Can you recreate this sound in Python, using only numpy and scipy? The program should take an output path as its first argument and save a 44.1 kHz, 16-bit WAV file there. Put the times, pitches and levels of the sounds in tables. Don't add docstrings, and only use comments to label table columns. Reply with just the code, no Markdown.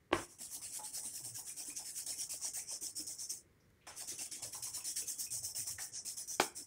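import sys
import numpy as np
from scipy import signal
from scipy.fft import rfft, irfft, next_fast_len
from scipy.io import wavfile
from scipy.ndimage import uniform_filter1d, map_coordinates

SR = 44100
rng = np.random.default_rng(int(sys.argv[2]) if len(sys.argv) > 2 else 0)


def master_out(mix):
    frames = np.transpose(np.atleast_2d(mix))
    ceiling = np.clip(frames, -1, 1)
    pcm = np.round(ceiling * 32767).astype(np.int16)
    wavfile.write(sys.argv[1], SR, pcm)


def attenuation_scalar(level_db):
    decades = np.asarray(level_db, float) / 20
    return 10 ** decades


N = 293706

# time in seconds, pen lean as bright over dull hiss in dB, pressure in dB.
GRIP = [(0, -0.5, 13.5), (.5, 7.5, 6), (1.2, 6, 1.3), (1.8, 6, 2.5), (2.3, 0, 1.2), (2.6, 2.5, -1.5),
        (3.4, -1.5, -3.5), (3.9, -0.7, 6.5), (4.3, 2.5, 7.5), (4.6, 0, 4), (5, 2, 1.2), (5.4, 2.5, -6.5),
        (5.8, -.9, 0.5), (6.3, -2.5, -1.5), (6.66, 6.5, 1)]


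def unit(x):
    return x / np.sqrt(np.mean(x ** 2) + 1e-20)


def along(points, hz):
    f, v = np.transpose(points)
    return np.interp(np.log(hz + 1), np.log(f + 1), v)


def curves(rows):
    s, *cols = np.transpose(rows)
    return [np.interp(np.arange(N) / SR, s, c) for c in cols]


def wobble(rate):
    knots = rng.standard_normal(int(N * rate / SR) + 4)
    return map_coordinates(knots, [np.arange(N) * rate / SR])


def filtered(x, response):
    m = next_fast_len(N + SR // 2)
    return irfft(rfft(x, m) * response(np.fft.rfftfreq(m, 1 / SR)), m)[..., :N]


def patched(source, window, gain_db, bands, frames):
    z = signal.stft(source, nperseg=window)[2]
    field = uniform_filter1d(rng.standard_normal(z.shape), bands, 0)
    field = uniform_filter1d(field, frames, 1)
    return signal.istft(z * attenuation_scalar(gain_db * unit(field)), nperseg=window)[1]


def rush(source, spectrum, patchy_db, lines_db=0):
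    uneven = patched(source, 256, patchy_db, 4, 10)
    uneven = patched(uneven, 1024, lines_db, 2, 8)[:N]

    def colour(hz):
        below = 87 * (hz < spectrum[0][0])
        above = 61 * (hz > spectrum[-1][0])
        return attenuation_scalar(along(spectrum, hz) - below - above)

    return unit(filtered(uneven, colour))


def pen():
    # frequency in Hz, density in dB per Hz.
    dull_hiss = [(4500, -30), (4950, -22), (5150, -1), (5900, 0), (7000, -4), (7700, -20), (9000, -52)]
    # frequency in Hz, density in dB per Hz.
    bright_hiss = [(6000, -37.5), (7000, -14.5), (7700, -0.5), (8700, 0), (9450, -1), (9750, -24),
                   (10500, -40)]
    # frequency in Hz, density in dB per Hz.
    sheet_edge = [(9300, -33), (9650, 0), (10400, -2.5), (10900, -9), (11800, -13), (12300, -31.5)]
    # frequency in Hz, density in dB per Hz.
    fibre_fizz = [(11000, -47), (11900, -16), (12300, -9.5), (14700, -8.5), (15700, -8)]
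    # frequency in Hz, density in dB per Hz.
    barrel_rasp = [(1100, -26.5), (1600, -10), (2200, -8), (3200, -6.5), (3900, -8.5), (4700, -2.5),
                   (5500, -22)]
    # frequency in Hz, density in dB per Hz.
    table_rub = [(150, -30.5), (290, 4), (450, -9), (700, 1.5), (950, -4.5), (1300, -11), (2000, -55)]
    edge_db, fizz_db, rasp_db, rub_db = -11, -14.5 + 10, -16.5 + 17, -25 + 11.5 - 0
    rub_db = -25 - 13.5

    dull, bright, edge, fizz = strokes()
    speed = np.hypot(dull, bright)
    press_db = curves(GRIP)[1]
    slip_db = 0.81 * rng.exponential(size=N) + 0.58 * wobble(60) + 1.16 * wobble(400)
    slips = rng.standard_normal(N) * attenuation_scalar(slip_db)
    hiss = dull * rush(slips, dull_hiss, patchy_db=2.1, lines_db=3.5)
    hiss += bright * rush(slips, bright_hiss, patchy_db=1.2, lines_db=1.5)
    top = edge * attenuation_scalar(edge_db) * rush(slips, sheet_edge, patchy_db=2.0, lines_db=4.5)
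    fizz_level = fizz * speed ** (1.182 - 1) * attenuation_scalar(fizz_db)
    top += fizz_level * rush(slips, fibre_fizz, patchy_db=3.0, lines_db=1.0)
    rasp_level = speed ** 1.4 * attenuation_scalar(rasp_db + press_db)
    barrel = rasp_level * rush(slips, barrel_rasp, patchy_db=3.5, lines_db=2.5)
    rub_level = speed ** 0.69 * attenuation_scalar(rub_db + 0.79 * press_db)
    table = rub_level * rush(rng.standard_normal(N), table_rub, patchy_db=6)
    return hiss + top + barrel + table


def strokes():
    # start in seconds, peak in dB, speed-up in seconds, jerk from 0 to 1.
    pushes = [(0.1258, -52.5, 0.1, 0.82), (0.3843, -47.5, 0.047, 0.42), (0.614, -46, 0.026, 0.67),
              (0.8108, -46, 0.05, 0.14), (1.026, -46, 0.029, 0.5), (1.227, -45.5, 0.026, .16),
              (1.435, -46.5, 0.048, 0), (1.649, -47, 0.034, 0.74), (1.8429, -46, .033, .55),
              (2.0604, -43, 0.036, 0.72), (2.291, -41.5, 0.025, 0.54), (2.5335, -42.5, 0.04, 0.9),
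              (2.8083, -42, 0.034, 0.38), (3.065, -43.5, 0.026, .7), (3.2887, -42.5, 0.014, 0.23),
              (3.8658, -55, 0.0048, 0.2), (3.947, -44.5, 0.05, 0.01), (4.1783, -44.5, 0.038, 0.57),
              (4.4159, -44.5, 0.013, 0.3), (4.6222, -42.5, 0.027, 0.72), (4.841, -41.5, 0.031, 0.76),
              (5.062, -41.5, 0.033, 0.4), (5.3041, -39.5, 0.036, 0.5), (5.547, -38.5, 0.031, .6),
              (5.7803, -42.5, 0.04, 0.3), (6.0475, -41.5, 0.026, .44), (6.2742, -45, 0.045, 0.94),
              (6.3959, -40.5, 0.0059, 0.3), (6.5413, -46.5, 0.033, .07)]
    # start in seconds, peak in dB, speed-up in seconds, lift in dB.
    pulls = [(0.2724, -59, 0.036, -1.5), (0.489, -47, 0.056, -5), (0.691, -45.5, 0.074, -2.5),
             (0.921, -43, .037, -2.5), (1.118, -45.5, 0.038, -4), (1.334, -45.5, 0.032, -4),
             (1.554, -45, 0.035, -2), (1.7502, -45, 0.023, 0.5), (1.9357, -42.5, 0.047, -0.5),
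             (2.1546, -42, 0.06, 0), (2.3966, -40, 0.059, 6), (2.659, -42.5, 0.071, 7),
             (2.95, -42, 0.027, 1.1), (3.175, -43.5, 0.032, 3), (4.0667, -43.5, 0.024, 1),
             (4.3087, -44.5, 0.014, 4), (4.517, -45.5, 0.02, -3.5), (4.7245, -44, 0.033, -2.5),
             (4.956, -39.5, 0.013, -1.5), (5.173, -41, 0.033, -4), (5.422, -41.5, 0.026, -3),
             (5.658, -41, 0.023, -2), (5.917, -44, 0.045, 22), (6.1643, -43.5, 0.012, -1)]
    pull_jerk = 0.15
    slow_down_s, slow_down_shrinks = 0.11, 0.55

    power, t = np.zeros((4, N)), np.arange(1, SR // 2) / SR
    when, lean, press = np.transpose(GRIP)
    rows = []
    for s, db, rise, jerk in pushes:
        edge_db = min(1.8 * np.interp(s, when, press), 3)
        rows.append((s, db, rise, jerk, np.interp(s, when, lean), edge_db, 0))
    for s, db, rise, lift_db in pulls:
        bright_db = -1 + 0.24 * np.interp(s, when, lean) - 0.11 * lift_db
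        edge_db = 0.4 * np.interp(s, when, press) - 0.71 * lift_db
        rows.append((s, db, rise, pull_jerk, bright_db, edge_db, lift_db))

    for s, db, rise, jerk, bright_db, edge_db, lift_db in rows:
        smooth = np.sin(np.clip(t / rise, 0, 1) * np.pi / 2) ** 2
        start = np.minimum(t / 0.0034, 1) * (jerk + (1 - jerk) * smooth)
        braking = np.maximum(t - rise, 0) / (slow_down_s - slow_down_shrinks * rise)
        speed = start * attenuation_scalar(db - 20 * braking ** 2)
        share = 1 / (1 + attenuation_scalar(-2 * bright_db))
        shares = [1 - share, share, attenuation_scalar(2 * edge_db), attenuation_scalar(-2 * lift_db)]
        part = power[:, round(s * SR):][:, :len(t)]
        part += np.outer(shares, speed ** 2)[:, :part.shape[1]]
    return np.sqrt(power)


def knocks():
    # time in seconds, blow in dB, object struck 0 or 1, contact in seconds.
    hard_blows = [
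        (0.1138, -26.5, 0, 0.00017),
        (0.1261, -14.5, 0, 0.0002),
        (0.1298, -10, 0, 0.000081),
        (.144, -22, 0, 0.00011),
        (.150, -32.5, 0, 0.00014),
        (6.398, -18.5, 1, 0.000067),
        (6.3992, -9.5, 1, 0.00011),
        (6.413, -20.5, 1, 0.00016),
    ]
    # frequency in Hz, width in Hz, level in dB.
    resonances = [
        [(352, 44, 3), (630, 350, -7.5), (1100, 110, 0), (1560, 114, -5), (2050, 200, -4.5), (2230, 110, -2),
         (2900, 670, 0)],
        [(377, 70, 3.5), (795, 140, -1), (1190, 164, 2), (1480, 150, -1), (2300, 240, 2), (3200, 220, 4.5),
         (4760, 420, 10.5), (5830, 240, -46)],
    ]
    blows, t = np.zeros((len(resonances), N)), np.arange(400) / SR
    for s, db, which, contact in hard_blows:
        push = t ** 2 * np.exp(-t / contact)
        blows[int(which), round(s * SR):][:400] += attenuation_scalar(db + 29.5) * push / push.sum()

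    def ring(modes):
        def response(f):
            total = 0
            for k, (centre, width, db) in enumerate(modes):
                damping = 1j * f * width
                total = total + (-1) ** k * attenuation_scalar(db) * damping / (centre ** 2 - f ** 2 + damping)
            return total
        return response

    return sum(filtered(blow, ring(modes)) for blow, modes in zip(blows, resonances))


def soft_hits(events, t60, attack, rough, gain_db):
    out, t = np.zeros(N + SR), np.arange(SR // 4) / SR
    for s, db, hz in events:
        drift = np.cumsum(rng.standard_normal(len(t))) * rough * np.sqrt(hz / SR)
        shape = attenuation_scalar(db + gain_db - 60 * t / t60) * (1 - np.exp(-t / attack))
        out[round(s * SR):][:len(t)] += shape * np.sin(2 * np.pi * hz * t + drift)
    return out[:N]


def hand_contacts():
    # time in seconds, peak in dB, frequency in Hz.
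    turn_taps = [(.401, -58.5, 271), (.551, -68, 796), (.79, -47, 845), (.97, -56, 661), (1.05, -56, 281),
                 (1.382, -56.5, 873), (1.597, -58, 703), (1.681, -53, 280), (1.793, -56.5, 780),
                 (2.085, -59.5, 630), (2.459, -64, 630), (2.567, -56.5, 723), (2.72, -55.5, 630),
                 (2.816, -54, 305), (2.994, -49, 306), (3.09, -62.5, 558), (3.314, -60.5, 360),
                 (3.869, -52.5, 860), (4.116, -51.5, 377), (4.214, -68, 350), (4.445, -52, 646),
                 (4.544, -50.5, 941), (4.665, -56, 1054), (4.77, -55, 1028), (5.02, -57, 408),
                 (5.337, -61, 624), (5.423, -62, 658), (5.787, -53, 758), (6.047, -64, 260)]
    # time in seconds, peak in dB, frequency in Hz.
    barrel_ticks = [(1.496, -58.5, 2420), (1.7, -55, 2390), (2.1221, -58, 2280), (2.59, -54.5, 2373),
                    (4.1883, -53.5, 2787), (4.804, -59, 2600), (5.0198, -57, 2580), (5.2649, -58.5, 2500),
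                    (5.5503, -59, 2900), (5.7843, -48, 1884)]
    # time in seconds, peak in dB, frequency in Hz.
    wrist_thumps = [(.608, -65, 103), (1.224, -60, 111), (1.296, -57, 109.4), (4.427, -56.5, 104.8),
                    (4.596, -61.5, 110), (4.713, -61, 101), (5.318, -58, 108), (5.398, -56.5, 96),
                    (5.582, -56.5, 107), (5.701, -54.5, 100), (5.915, -63, 107)]
    taps = soft_hits(turn_taps, t60=0.084, attack=0.0061, rough=1.06, gain_db=7.5)
    ticks = soft_hits(barrel_ticks, t60=0.044, attack=0.0016, rough=0.61, gain_db=10.0)
    thumps = soft_hits(wrist_thumps, t60=0.13, attack=0.0087, rough=0.24, gain_db=11.0)
    return taps + ticks + thumps


def scrapes():
    # time in seconds, level in dB, low edge in Hz, high edge in Hz, length in seconds.
    drags = [
        (0.127, -46, 40, 142, 0.12),
        (.13, -37.5, 196, 1510, 0.11),
        (0.123, -55, 2940, 4900, 0.066),
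        (3.602, -77, 5000, 6000, 0.08),
        (3.702, -66.5, 3070, 14000, .006),
        (3.812, -70.5, 2000, 3200, 0.14),
        (3.868, -51.5, 550, 2800, 0.12),
        (5.783, -48, 1600, 2330, 0.036),
        (6.398, -34, 248, 6100, 0.051),
        (6.399, -47, 199, 1990, 0.074),
    ]
    fade_db, lumps_db = 17, 1.8
    out, t = np.zeros(N + SR), np.arange(SR // 4) / SR
    for s, db, low_hz, high_hz, length in drags:
        lumps = rng.standard_normal(len(t)) * attenuation_scalar(lumps_db * wobble(250)[:len(t)])
        sos = signal.butter(2, [low_hz, high_hz], "bandpass", fs=SR, output="sos")
        band = unit(signal.sosfilt(sos, lumps))
        attack = np.minimum(t / 0.00046, 1)
        settling = 1 + np.exp((t - length) / 0.0041)
        out[round(s * SR):][:len(t)] += band * attenuation_scalar(db - fade_db * t / length) * attack / settling
    return out[:N]


def squeak():
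    # time in seconds, level in dB.
    squeak_level = [(4.03, -120), (4.12, -75), (4.3, -72), (4.5, -75), (4.65, -92), (4.87, -76),
                    (5.05, -71), (5.18, -75), (5.27, -120)]
    # frequency in Hz, level in dB.
    squeak_lines = [
        (3004, 0.5),
        (3332, 1.5),
    ]
    t = np.arange(N) / SR
    lines = np.zeros(N)
    for hz, db in squeak_lines:
        breaks = attenuation_scalar(db + 4.5 * wobble(20))
        lines += breaks * np.sin(2 * np.pi * hz * t + 2.4 * wobble(70))
    return attenuation_scalar(curves(squeak_level)[0]) * lines


def room(x):
    # frequency in Hz, time to fall 60 dB in seconds.
    room_decay = [(150, 0.33), (600, 0.24), (2000, 0.34), (8000, 0.22)]
    hz, t, z = signal.stft(rng.standard_normal(SR // 2), SR, nperseg=256)
    decay = attenuation_scalar(-60 * t / along(room_decay, hz)[:, None])
    tail = signal.istft(z * decay, SR, nperseg=256)[1]
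    delayed = np.pad(x, (150, 0))
    return signal.fftconvolve(delayed, tail / np.linalg.norm(tail))[:N]


def room_floor():
    # frequency in Hz, density in dB per Hz.
    floor_spectrum = [(26, -19), (105, -7.5), (225, -16.5), (480, -17.5), (700, -32), (2100, -26.5),
                      (2600, -36), (15700, -43)]
    level = attenuation_scalar(-66.5 - 3.5 + 0.25 * wobble(2.0))
    return level * rush(rng.standard_normal(N), floor_spectrum, patchy_db=0.5)


def scene():
    hand, blows = hand_contacts(), knocks()
    direct = pen() + hand + blows + scrapes() + squeak()
    reverberant = attenuation_scalar(-11.5) * room(blows) + attenuation_scalar(-2.5) * room(hand)
    return (direct + reverberant + room_floor())[None]


def roll_off(x):
    return signal.sosfilt(signal.butter(12, 16450, fs=SR, output="sos"), x)


def record(dry):
    mix = filtered(dry, lambda hz: hz < 15800)
    return roll_off(mix)


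dry = scene()
out = record(dry)
master_out(out)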